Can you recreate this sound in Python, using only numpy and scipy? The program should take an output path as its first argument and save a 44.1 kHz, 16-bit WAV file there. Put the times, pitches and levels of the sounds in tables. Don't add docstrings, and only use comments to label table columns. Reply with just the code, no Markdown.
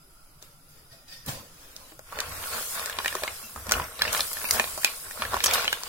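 import sys
import numpy as np
from scipy import signal
from scipy.io import wavfile
from scipy.ndimage import uniform_filter1d

SR = 44100
rng = np.random.default_rng(int(sys.argv[2]) if len(sys.argv) > 2 else 0)


def generate_wav(sig):
    pcm = np.round(np.clip(np.atleast_2d(sig).T, -1, 1) * 32767).astype(np.int16)
    wavfile.write(sys.argv[1], SR, pcm)


def decibels_to_gain(level_db):
    exponent = np.asarray(level_db, float) / 20
    return 10 ** exponent


N = 259308

# (frequency [Hz], density [dB per Hz])
KITCHEN_SPECTRUM = [(20, 1.5), (34, -28), (49, -6.5), (158, -12.5), (347, -14), (1090, -21), (1570, -25.5),
                    (16000, -26)]
STEAM_SPECTRUM = [(880, -45), (1500, -3), (1690, -0.5), (1920, -4.5), (3220, 0.5), (4830, 0.5),
                  (16000, -2.5)]
PUFF_SPECTRUM = [(150, -40), (260, -6), (425, -10), (529, -6), (1140, -10.5), (2500, -16), (3250, -31),
                 (5500, -120)]
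LID_RUMBLE_SPECTRUM = [(24, -36), (40, -2), (59, -6), (108, 6), (220, -1), (300, -6), (390, -30),
                       (660, -120)]
RATTLE_SPECTRUM = [(150, -20), (250, -22), (450, -5.5), (1000, -2.5), (1800, -3), (2600, -6), (4000, -48),
                   (8000, -68)]
SCRAPE_SPECTRUM = [(1200, -17.5), (2200, -0.5), (3000, 1), (5000, 0), (6500, -5.5), (10000, -9.5)]
HISS_SPECTRUM = [(2500, -12), (5000, -0.5), (6500, -1.5), (9000, 3.5), (13000, 2.5), (15700, -0.5)]
THUD_SPECTRUM = [(20, -23), (45, -17), (68, 3), (84, 3), (96, -27), (160, -21), (260, -13), (400, -24)]
# (frequency [Hz], width [Hz], height [dB])
HUM_HUMPS = [(151, 7.1, 2.5), (1370, 230, 3.5), (4990, 240, 2.5), (10300, 1000, 0.5), (11160, 760, 2)]
GLASS_HUMPS = [(1540, 40, 16), (1850, 50, 25), (2500, 50, 13), (3630, 70, 11), (4780, 80, 13),
               (5200, 140, 9), (5850, 200, 14)]
PAN_HUMPS = [(478.3, 23, 4.5), (625, 37, 6), (1090, 68, 6.5), (1400, 190, 1.5), (1700, 710, -1.5),
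             (2420, 90, -86), (3680, 450, 7)]
# (frequency [Hz], correlation [-1..1])
PORT_LIKENESS = [(60, 0.95), (130, 0.96), (290, 0.64), (640, 0.6), (1410, 0.045), (3100, 0), (6820, 0),
                 (15000, 0.083)]
# (frequency [Hz], level [dB], t60 [s])
BOTTOM_MODES = [(232.6, -16.5, 0.091), (387, -24.5, 0.08), (613, -10, 0.032), (1090, -25, 0.22)]
WALL_MODES = [(1700, -11.5, 0.025), (2428, -17.5, 0.039), (3880, -28.5, 0.098)]
# (time [s], rise [s], force [dB], cloth swish [dB], glass ring [dB])
LID_TOUCHES = [
    (0.423, 0.019, -66.5, -59.5, -74),
    (.776, 0.15, -68, -66, -65),
    (.928, .05, -67, -64, -55),
    (1.085, 0.018, -70, -60, -53),
    (1.13, 0.062, -67, -57, -47),
    (1.287, 0.032, -44, -42, -46),
]
# (time [s], peak [dB], shell mode
# [Hz], crack re peak [dB])
DULL_KNOCKS = [(0.424, -41, 452, -5.5), (1.285, -36.5, 540, -4), (1.763, -46, 640, 2),
               (1.919, -37, 466, -26), (1.991, -33, 560, -12), (2.123, -28.5, 1130, -23),
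               (2.173, -29, 1350, -21), (2.58, -29.5, 1500, -19), (3.151, -18.5, 1110, -18),
               (3.427, -41, 2610, -15), (3.56, -25.5, 1240, -18.5), (3.667, -28, 504, -14),
               (3.797, -16.5, 1020, -39), (4.776, -22.5, 650, -16), (5.174, -30.5, 624, -20),
               (5.282, -39, 1100, -21), (5.32, -27, 1140, -27), (5.333, -16, 1070, -30),
               (5.341, -11.5, 1130, -28), (5.366, -18, 1020, -19), (5.833, -30.5, 1020, -5)]
# (time [s], peak [dB], shell mode [Hz],
# crack re peak [dB])
TUMBLE_KNOCKS = [(1.299, -50, 530, -3), (2.187, -20.5, 604, -22), (2.426, -28, 1070, -22),
                 (2.4376, -27, 970, -28), (2.794, -21.5, 1200, -18), (2.967, -33, 1070, -9),
                 (2.986, -17, 1090, -25), (3.234, -14.5, 580, -17), (3.692, -21.5, 1100, -12),
                 (3.7104, -18, 1400, -10), (3.992, -27.5, 1790, -20), (4.05, -21, 2010, -34),
                 (4.128, -25.5, 2250, -4), (4.147, -15.5, 1110, -26), (4.193, -15.5, 1250, -37),
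                 (4.205, -21.5, 745, -4.5), (4.313, -30, 2100, -28), (4.442, -22, 1000, -22),
                 (4.596, -8.5, 1750, -18), (4.64, -21, 720, -31), (5.22, -15, 1170, -26),
                 (5.459, -14.5, 1010, -6.5), (5.49, -25, 1750, -16), (5.536, -27, 1420, 7.5),
                 (5.555, -16.5, 1780, -17), (5.597, -40, 1700, -13), (5.643, -20, 1460, -13.5)]
# (time [s], peak [dB], shell mode [Hz], crack re peak [dB])
RIM_CLACKS = [(2.2022, -28.5, 1190, -1), (2.32, -35, 1530, -15), (2.858, -29, 1780, -4.5),
              (2.896, -24.5, 1660, -8.5), (2.926, -30, 1240, -29), (3.0455, -23, 1780, -19),
              (3.058, -14, 1870, -18), (3.078, -24, 1399, -7.5), (3.125, -24.5, 1770, -23),
              (3.277, -18, 2150, -26), (3.7188, -16, 1460, -2), (3.737, -18.5, 2890, -22),
              (4.018, -13.5, 1720, -12), (4.078, -20, 2660, -29), (4.33, -56, 468, -3),
              (4.368, -27, 1770, -25), (4.414, -30.5, 1660, -14.5), (4.485, -52, 1500, -3),
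              (4.508, -18, 2100, 4), (4.832, -30, 1830, -10), (4.8446, -13.5, 2500, -4),
              (5.109, -31, 1840, -13), (5.25, -25, 1700, -29), (5.403, -23, 1050, -31),
              (5.44, -14.5, 3160, -7), (5.51, -19.5, 2410, -12), (5.6777, -16, 3070, -32),
              (5.727, -19, 1600, -7.5)]
# (time [s], level [dB], t60
# [s])
STEEL_SPURTS = [(.69, -54, 0.51), (1.261, -35, .12), (4.528, -25, .15), (5.439, -17.5, .1),
                (4.126, -29.5, 0.31), (4.331, -27, 0.031), (4.487, -29, 0.034), (5.534, -21.5, 0.16)]
# (time [s], hiss [dB])
BARED_STEEL = [(1.8, -72), (1.91, -69), (2.14, -52.5), (2.48, -39.5), (2.74, -35.5), (2.97, -49),
               (3.02, -41.5), (3.36, -44), (3.62, -49), (3.73, -47), (3.87, -48), (4.08, -49),
               (4.17, -35.5), (4.33, -38), (4.54, -38), (4.85, -39), (5.0, -42.5), (5.88, -46.5)]
# (time [s], frequency [Hz], peak [dB], t60 [s])
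FREE_RINGS = [
    (.925, 665, -52, 0.29),
    (1.311, 535, -51, 0.65),
    (1.31, 480, -54, .9),
    (3.43, 2710, -42.5, 0.2),
    (4.846, 2430, -26, 0.15),
    (4.602, 2430, -29, .14),
]
# (time [s], peak [dB], frequency [Hz], t60 [s])
BOTTOM_BOOMS = [(1.276, -33, 142, 0.11), (1.917, -48.5, 314, 0.14), (2.14, -48.5, 172, 0.15),
                (2.182, -41, 434, 0.18), (2.281, -44, 152, 0.17), (2.547, -43, 232, 0.16),
                (2.67, -54, 388, 0.15), (2.986, -41, 427, 0.15), (3.04, -44, 358, 0.14),
                (3.151, -25.5, 381, 0.064), (3.432, -49, 221, 0.23), (3.555, -40, 228, 0.11),
                (3.682, -30.5, 215, 0.076), (3.799, -34.5, 157, 0.12), (4.007, -41.5, 145, 0.15),
                (4.067, -41, 219, 0.14), (4.439, -44, 236, 0.094), (4.528, -43, 221, 0.12),
                (4.547, -39, 230, 0.18), (5.055, -50, 392, 0.15), (5.194, -34, 230, 0.078),
                (5.338, -28.5, 393, 0.074), (5.46, -45, 368, 0.15), (5.636, -47, 360, 0.15)]
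# (time [s], peak [dB], frequency [Hz], t60 [s])
SHELL_CLONKS = [(2.128, -23, 1130, 0.027), (2.14, -35, 1140, 0.03), (2.153, -33, 1470, 0.028),
                (2.196, -20, 1550, 0.036), (2.215, -23, 1145, 0.033), (2.235, -29, 1420, 0.03),
                (2.292, -38, 1500, 0.03), (2.348, -45, 999, 0.03), (2.53, -24, 1360, 0.041),
                (2.546, -23.5, 1090, 0.032), (2.59, -29, 1450, 0.03), (2.609, -32, 525, 0.042),
                (2.774, -24, 1165, 0.048), (2.823, -24, 1850, 0.03), (2.871, -25, 1540, 0.03),
                (3, -20, 1080, 0.034), (3.109, -26, 1740, 0.03), (3.165, -24, 1820, 0.03),
                (3.221, -25, 670, 0.051), (3.247, -20, 1060, 0.021), (3.575, -29, 1090, 0.032),
                (3.758, -31, 1140, 0.024), (3.776, -24, 1130, 0.024), (3.817, -23.5, 1000, 0.041),
                (4.01, -17, 1770, 0.032), (4.051, -17, 1800, 0.033), (4.135, -19.5, 1150, 0.043),
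                (4.164, -20, 2130, 0.03), (4.489, -20, 2220, 0.02), (4.533, -35, 650, 0.026),
                (4.547, -24, 635, 0.048), (4.561, -21.5, 720, 0.034), (4.609, -21, 2470, 0.03),
                (4.674, -27.5, 2410, 0.036), (4.785, -26, 1090, 0.03), (4.874, -18, 2340, 0.033),
                (5.22, -19, 1170, 0.027), (5.304, -35, 1160, 0.023), (5.479, -22, 1035, 0.033),
                (5.524, -21, 733, 0.043), (5.574, -26, 1020, 0.03), (5.614, -40, 557, 0.03),
                (5.865, -29, 1120, 0.03)]
EDGE_TICKS = [(2.2024, -16, 3530, 0.021), (2.2574, -26, 3300, 0.016), (2.3994, -33, 2930, 0.015),
              (2.5474, -26, 4400, 0.015), (2.6605, -19.5, 7700, 0.015), (2.745, -23, 4530, 0.015),
              (2.8044, -22, 7060, 0.018), (3.08, -14, 2890, 0.02), (3.235, -16, 4500, 0.014),
              (3.744, -30, 2530, 0.015), (3.8187, -22.5, 2930, 0.018), (3.8394, -26, 5500, 0.019),
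              (3.9204, -32, 3690, 0.015), (3.9913, -16.5, 3930, 0.015), (4.0183, -1.5, 4160, 0.017),
              (4.1759, -15, 5900, 0.015), (4.2048, -5.5, 4140, 0.018), (4.4513, -14, 2600, 0.03),
              (4.5084, -5.5, 5860, 0.016), (4.5356, -12, 8770, 0.019), (4.5574, -15.5, 4950, 0.017),
              (4.5958, -4, 2470, 0.017), (4.8459, -6.5, 2410, 0.014), (5.4028, -22, 4240, 0.017),
              (5.442, -7, 5750, 0.016), (5.465, -5.5, 5680, 0.025), (5.5404, -11.5, 3680, 0.035),
              (5.6514, -15, 2630, 0.017), (5.7266, -7, 2900, 0.02)]
# (time [s], hold [s], shells moved [dB], drag re shells [dB], weight on stove [dB])
SPATULA_PUSHES = [(2.162, 0.3, -45.5, -5, -43.5), (2.54, 0.037, -40.5, -2, -45.5),
                  (2.758, 0.14, -42.5, -3, -54), (2.985, 0.31, -46, -2.5, -48), (3.365, 0.11, -56, -2, -66),
                  (3.579, 0.011, -52, -15, -41.5), (3.742, 0.032, -35, -11, -30.5),
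                  (3.903, 0.08, -61, -8, -51), (4.042, 0.14, -39, -1.5, -41.5),
                  (4.358, 0.14, -48, -2.5, -55), (4.545, 0.039, -37.5, -4.5, -41.5),
                  (4.677, 0.078, -50.5, -5, -52.5), (4.86, 0.014, -43.5, 0.5, -55),
                  (5.066, 0.011, -49.5, -7, -52.5), (5.224, 0.0095, -40, -5, -40.5),
                  (5.342, 0.013, -37.5, -7.5, -37), (5.486, .12, -34, -0.5, -42.5),
                  (5.72, 0.17, -49, -0.5, -52.5)]


def evened(x):
    return x / np.sqrt(np.mean(x ** 2) + 1e-20)


def read(points, hz):
    f, value = np.transpose(points)
    return np.interp(np.log(hz + 1), np.log(f + 1), value)


def bumps(peaks, hz):
    return sum(decibels_to_gain(db) / (1 + (2 * (hz - f) / width) ** 2) for f, width, db in peaks)


def spectrum_gain(points, peaks, hz):
    return decibels_to_gain(read(points, hz)) * (1 + bumps(peaks, hz))


def band(x, lo_hz, hi_hz, order=2):
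    return signal.lfilter(*signal.butter(order, [lo_hz, hi_hz], "bandpass", fs=SR), x)


def noise(points, peaks=(), patchy_db=4.5, size=512):
    frames = 4 * N // size + 5
    hz = np.fft.rfftfreq(size, 1 / SR)
    a, b, c, d, patches = rng.standard_normal((frames, len(hz), 5)).T
    patches = uniform_filter1d(patches, size // 80, 0)
    patches = evened(uniform_filter1d(patches, 8192 // size, 1))
    same = np.clip(read(PORT_LIKENESS, hz), -1, 1)[:, None]
    left = a + 1j * b
    right = same * left + np.sqrt(1 - same ** 2) * (c + 1j * d)
    z = np.array([left, right])
    z *= spectrum_gain(points, peaks, hz)[:, None] * decibels_to_gain(patchy_db * patches)
    return evened(signal.istft(z, nperseg=size, noverlap=3 * size // 4)[1][:, :N])


def streaky(x, power):
    _, _, z = signal.stft(x, SR, nperseg=1024, noverlap=768)
    steady = uniform_filter1d(abs(z) ** 2, size=7, axis=2) + 1e-16
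    contrast = steady / uniform_filter1d(steady, size=25, axis=1)
    z *= np.clip(contrast ** power, .03, 2.5)
    return evened(signal.istft(z, SR, nperseg=1024, noverlap=768)[1][:, :N])


def colour(x, points, peaks=()):
    hz = abs(np.fft.fftfreq(8192, 1 / SR))
    log_gain = np.log(spectrum_gain(points, peaks, hz))
    taps = np.fft.ifft(np.exp(np.conj(signal.hilbert(log_gain)))).real[:4096]
    return signal.oaconvolve(x, taps[None], axes=1)[:, :N]


def swells(start_s, hold_s, db, rise_s, fall_s):
    t = np.arange(0, N + 64, 64)[:, None] / SR
    before = np.maximum(start_s - t, 0) / rise_s
    after = np.maximum(t - start_s - hold_s, 0) / fall_s
    power = (decibels_to_gain(db - 20 * (before + after)) ** 2).sum(axis=1)
    return np.interp(np.arange(N), t[:, 0] * SR, np.sqrt(power))


def grains(per_s, spread_db, lo_hz, hi_hz, cycles, count=16):
    size = decibels_to_gain(spread_db * np.minimum(rng.exponential(1, N), 4)) * (rng.random(N) < per_s / SR)
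    shell = rng.integers(0, count, N)
    out, t = np.zeros((2, N)), np.arange(1024) / SR
    for k, (pitch, slack, place) in enumerate(rng.random((count, 3))):
        hz = lo_hz * (hi_hz / lo_hz) ** ((k + pitch) / count)
        tap = np.sin(2 * np.pi * hz * t) * np.exp(-t * hz / (cycles * (.5 + slack)))
        ring = signal.oaconvolve(size * (shell == k), tap / np.linalg.norm(tap))[:N]
        out += [ring, np.roll(ring, int(24 * place) - 8)]
    out /= uniform_filter1d((out ** 2).mean(0), 6000) ** 0.47 + 1e-9
    return evened(out)


def kitchen():
    hum = noise(KITCHEN_SPECTRUM, HUM_HUMPS, patchy_db=0.5, size=2048)
    return decibels_to_gain(-53.5) * streaky(hum, 0.5)


def lid():
    let_go_s = .17
    open_s, steaming_s, steam_rise_s = 1.632, 0.27, 0.45
    steam_db, draught_db, suction_db = -59.5, -60.5, 2
    s, rise_s, force_db, swish_db, ring_db = np.transpose(LID_TOUCHES)
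    ring = swells(s, 0, ring_db, rise_s, let_go_s)
    force = swells(s, 0, force_db, rise_s, let_go_s)
    swish = swells(s, 0, swish_db, rise_s, let_go_s)
    rising = swells(open_s, steaming_s, 0, steam_rise_s, let_go_s)
    rising *= np.arange(N) > s[-1] * SR
    hiss = np.hypot(swish, decibels_to_gain(steam_db) * rising)
    puff = np.hypot(decibels_to_gain(suction_db) * force, decibels_to_gain(draught_db) * rising)
    rub_spectrum = [(300, -12), (1500, 1.0), (5000, 16.5), (6500, -4), (9000, -27)]
    glass = noise(rub_spectrum, GLASS_HUMPS, patchy_db=2.3, size=2048)
    steam = streaky(noise(STEAM_SPECTRUM, patchy_db=1.7), 0.62)
    air = noise(PUFF_SPECTRUM, [(1020, 56, 1.9), (539, 54, 2.5)], patchy_db=3.5, size=1024)
    stove = noise(LID_RUMBLE_SPECTRUM, patchy_db=-1.5, size=2048)
    return decibels_to_gain(3.0) * ring * glass + decibels_to_gain(9.5) * hiss * steam + decibels_to_gain(3.5) * puff * air + decibels_to_gain(5.5) * force * stove


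def burst(lo_hz, hi_hz, t60_s, modes, lag):
    t = np.arange(2600) / SR
    fast, slow = decibels_to_gain(-11 - 60 * t / t60_s), decibels_to_gain(-26 - 60 * t / .06)
    spray = rng.standard_normal((2, len(t))) * (fast + slow)
    spray[:, 0] = -2.2
    spray = band(spray, lo_hz, hi_hz, order=3)
    spray /= abs(spray).max()
    spray -= sum(decibels_to_gain(db - 60 * t / ring_s) * np.sin(2 * np.pi * hz * t) for hz, db, ring_s in modes)
    spray *= signal.windows.tukey(2 * len(t), .3)[len(t):]
    spray[0] = np.r_[np.zeros(lag), spray[0]][:len(t)]
    return spray / abs(spray.mean(0)).max()


def knock(db, shell_hz, crack_db, blow_db, clack_db, place):
    shell = [(shell_hz, -1.5, .022), (1.31 * shell_hz, -10, .012)]
    lag = int(7 * place)
    low = shell_hz < 1400
    blow = burst(450, 1400, .013, BOTTOM_MODES + shell * low, lag)
    clack = burst(1400, 4400, .009, WALL_MODES + shell * (not low), lag)
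    crack = burst(3600, 7500, .008, [], lag) + decibels_to_gain(-1) * burst(7500, 15500, .012, [], lag)
    return decibels_to_gain(db) * (decibels_to_gain(blow_db + 8) * blow + decibels_to_gain(clack_db + 9.0) * clack + decibels_to_gain(crack_db + 11) * crack)


def knocks():
    out = np.zeros((2, N + 4000))
    # (events, blow [dB], clack [dB])
    kinds = (DULL_KNOCKS, -6, -21), (TUMBLE_KNOCKS, -10.5, -10), (RIM_CLACKS, -19, -4)
    for table, blow_db, clack_db in kinds:
        for s, db, shell_hz, crack_db in table:
            sound = knock(db, shell_hz, crack_db, blow_db, clack_db, rng.random())
            out[:, round((s + .0014) * SR):][:, :2600] += sound
    return band(out[:, :N], 380, 20000)


def juice():
    t = np.arange(N) / SR
    hiss = decibels_to_gain(np.interp(t, *np.transpose(BARED_STEEL)))
    hiss *= np.clip((t - BARED_STEEL[0][0]) / 0.045, 0, 1)
    spurts = sum((t > s) * decibels_to_gain(db - 60 * np.maximum(t - s, 0) / t60) for s, db, t60 in STEEL_SPURTS)
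    fizz = evened(colour(grains(2000, 4.4, 5000, 15000, 1., count=10), HISS_SPECTRUM))
    wet = .45 * fizz + .9 * streaky(noise(HISS_SPECTRUM, patchy_db=1.7), 1.5)
    return (decibels_to_gain(4.5) * hiss + spurts) * wet


def rings():
    out = np.zeros(N + SR)
    booms = [(s, hz, db, t60) for s, db, hz, t60 in BOTTOM_BOOMS]
    for s, hz, db, t60 in FREE_RINGS + booms:
        age = np.arange(round(min(t60, 1) * SR)) / SR
        beat = 1 + 0.12 * np.cos(2 * np.pi * 0.0276 * hz * age)
        envelope = decibels_to_gain(db - 60 * age / t60) * (1 - np.exp(-age / 0.0052))
        out[round(s * SR):][:len(age)] += envelope * beat * np.sin(2 * np.pi * hz * age)
    return out[:N]


def nudges():
    rows = SHELL_CLONKS + EDGE_TICKS
    out, t = np.zeros((2, N + 2048)), np.arange(2000) / SR
    for (s, db, hz, t60), (a, b, place) in zip(rows, rng.random((len(rows), 3))):
        modes = (1, 1), (.78 + .12 * a, .5), (1.115 + 0.19 * b, .6)
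        cluster = sum(gain * np.sin(2 * np.pi * hz * ratio * t) for ratio, gain in modes)
        sound = decibels_to_gain(db - 5.5 - 60 * t / t60) * (1 - np.exp(-t / 0.00047)) * cluster
        at = round((s + 0.001027) * SR)
        out[0, at + int(8 * place):][:len(t)] += sound
        out[1, at:][:len(t)] += sound
    return out[:, :N]


def spatula():
    rise_s, settle_s, drag_fade_s, stove_fade_s = .11, 0.16, 0.17, 0.17
    start_s, hold_s, moved_db, drag_db, weight_db = np.transpose(SPATULA_PUSHES)
    rattle = swells(start_s, hold_s, moved_db, rise_s, settle_s)
    scrape = swells(start_s, hold_s, moved_db + drag_db, rise_s, drag_fade_s)
    thud = swells(start_s, hold_s, weight_db, rise_s, stove_fade_s)
    clatter = evened(colour(grains(1000, 3.4, 350, 3000, 1.8), RATTLE_SPECTRUM, PAN_HUMPS))
    grit = evened(colour(grains(1400, 3.8, 2200, 7000, 1.6, count=10), SCRAPE_SPECTRUM))
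    shells = 0.72 * clatter + 0.6 * noise(RATTLE_SPECTRUM, PAN_HUMPS, patchy_db=3.0)
    steel = .55 * grit + .85 * streaky(noise(SCRAPE_SPECTRUM, patchy_db=2.), 1.4)
    stove = noise(THUD_SPECTRUM, [(81, 15, -0.5)], patchy_db=-3.0, size=2048)
    return decibels_to_gain(4.5) * rattle * shells + decibels_to_gain(6.5) * scrape * steel + decibels_to_gain(-2.0) * thud * stove


def echoes(start_s, t60_s, length_s):
    taps = np.zeros((2, round(length_s * SR)))
    at = np.arange(round(start_s * SR), taps.shape[1] - 12, 12)
    at = at + rng.integers(0, 12, (2, len(at)))
    np.put_along_axis(taps, at, rng.choice([-1., 1.], at.shape), 1)
    taps *= decibels_to_gain(-60 * np.arange(taps.shape[1]) / SR / t60_s)
    return taps / np.linalg.norm(taps, axis=1, keepdims=True)


def scene():
    hits = knocks() + nudges()
    scattered = band(hits, 600, 14700)
    bowl = signal.oaconvolve(scattered, echoes(.0015, .045, .08), axes=1)[:, :N]
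    room = signal.oaconvolve(scattered, echoes(.008, 0.17, .4), axes=1)[:, :N]
    struck = hits + decibels_to_gain(-14) * bowl + decibels_to_gain(-13) * room
    return kitchen() + lid() + struck + juice() + rings() + spatula()


def dropouts(x):
    hz, t, z = signal.stft(x, SR, nperseg=1024, noverlap=768)
    field = rng.standard_normal((len(t), len(hz))).T
    field = evened(uniform_filter1d(uniform_filter1d(field, size=7, axis=0), size=14, axis=1))
    gate = np.clip((field + 1.05) / .2, .02, 1)
    power = (abs(z) ** 2).sum(axis=(0, 1))
    knocked = np.clip(power / uniform_filter1d(power, size=21) - 1.2, 0, 1)
    gate = np.maximum(gate, knocked)
    z *= np.where(hz[:, None] > 2900, gate, 1)
    return signal.istft(z, SR, nperseg=1024, noverlap=768)[1][:, :N]


def top_cut(x):
    return signal.sosfilt(signal.butter(12, 16970, fs=SR, output="sos"), x)


def record(dry):
    ceiling, edge_hz = .9, 15900
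    gated = dropouts(ceiling * np.tanh(dry / ceiling))
    lowpass = signal.firwin(511, edge_hz, window=("kaiser", 5), fs=SR)
    mix = signal.oaconvolve(gated, lowpass[None], "same")
    return top_cut(mix)


dry = scene()
out = record(dry)
generate_wav(out)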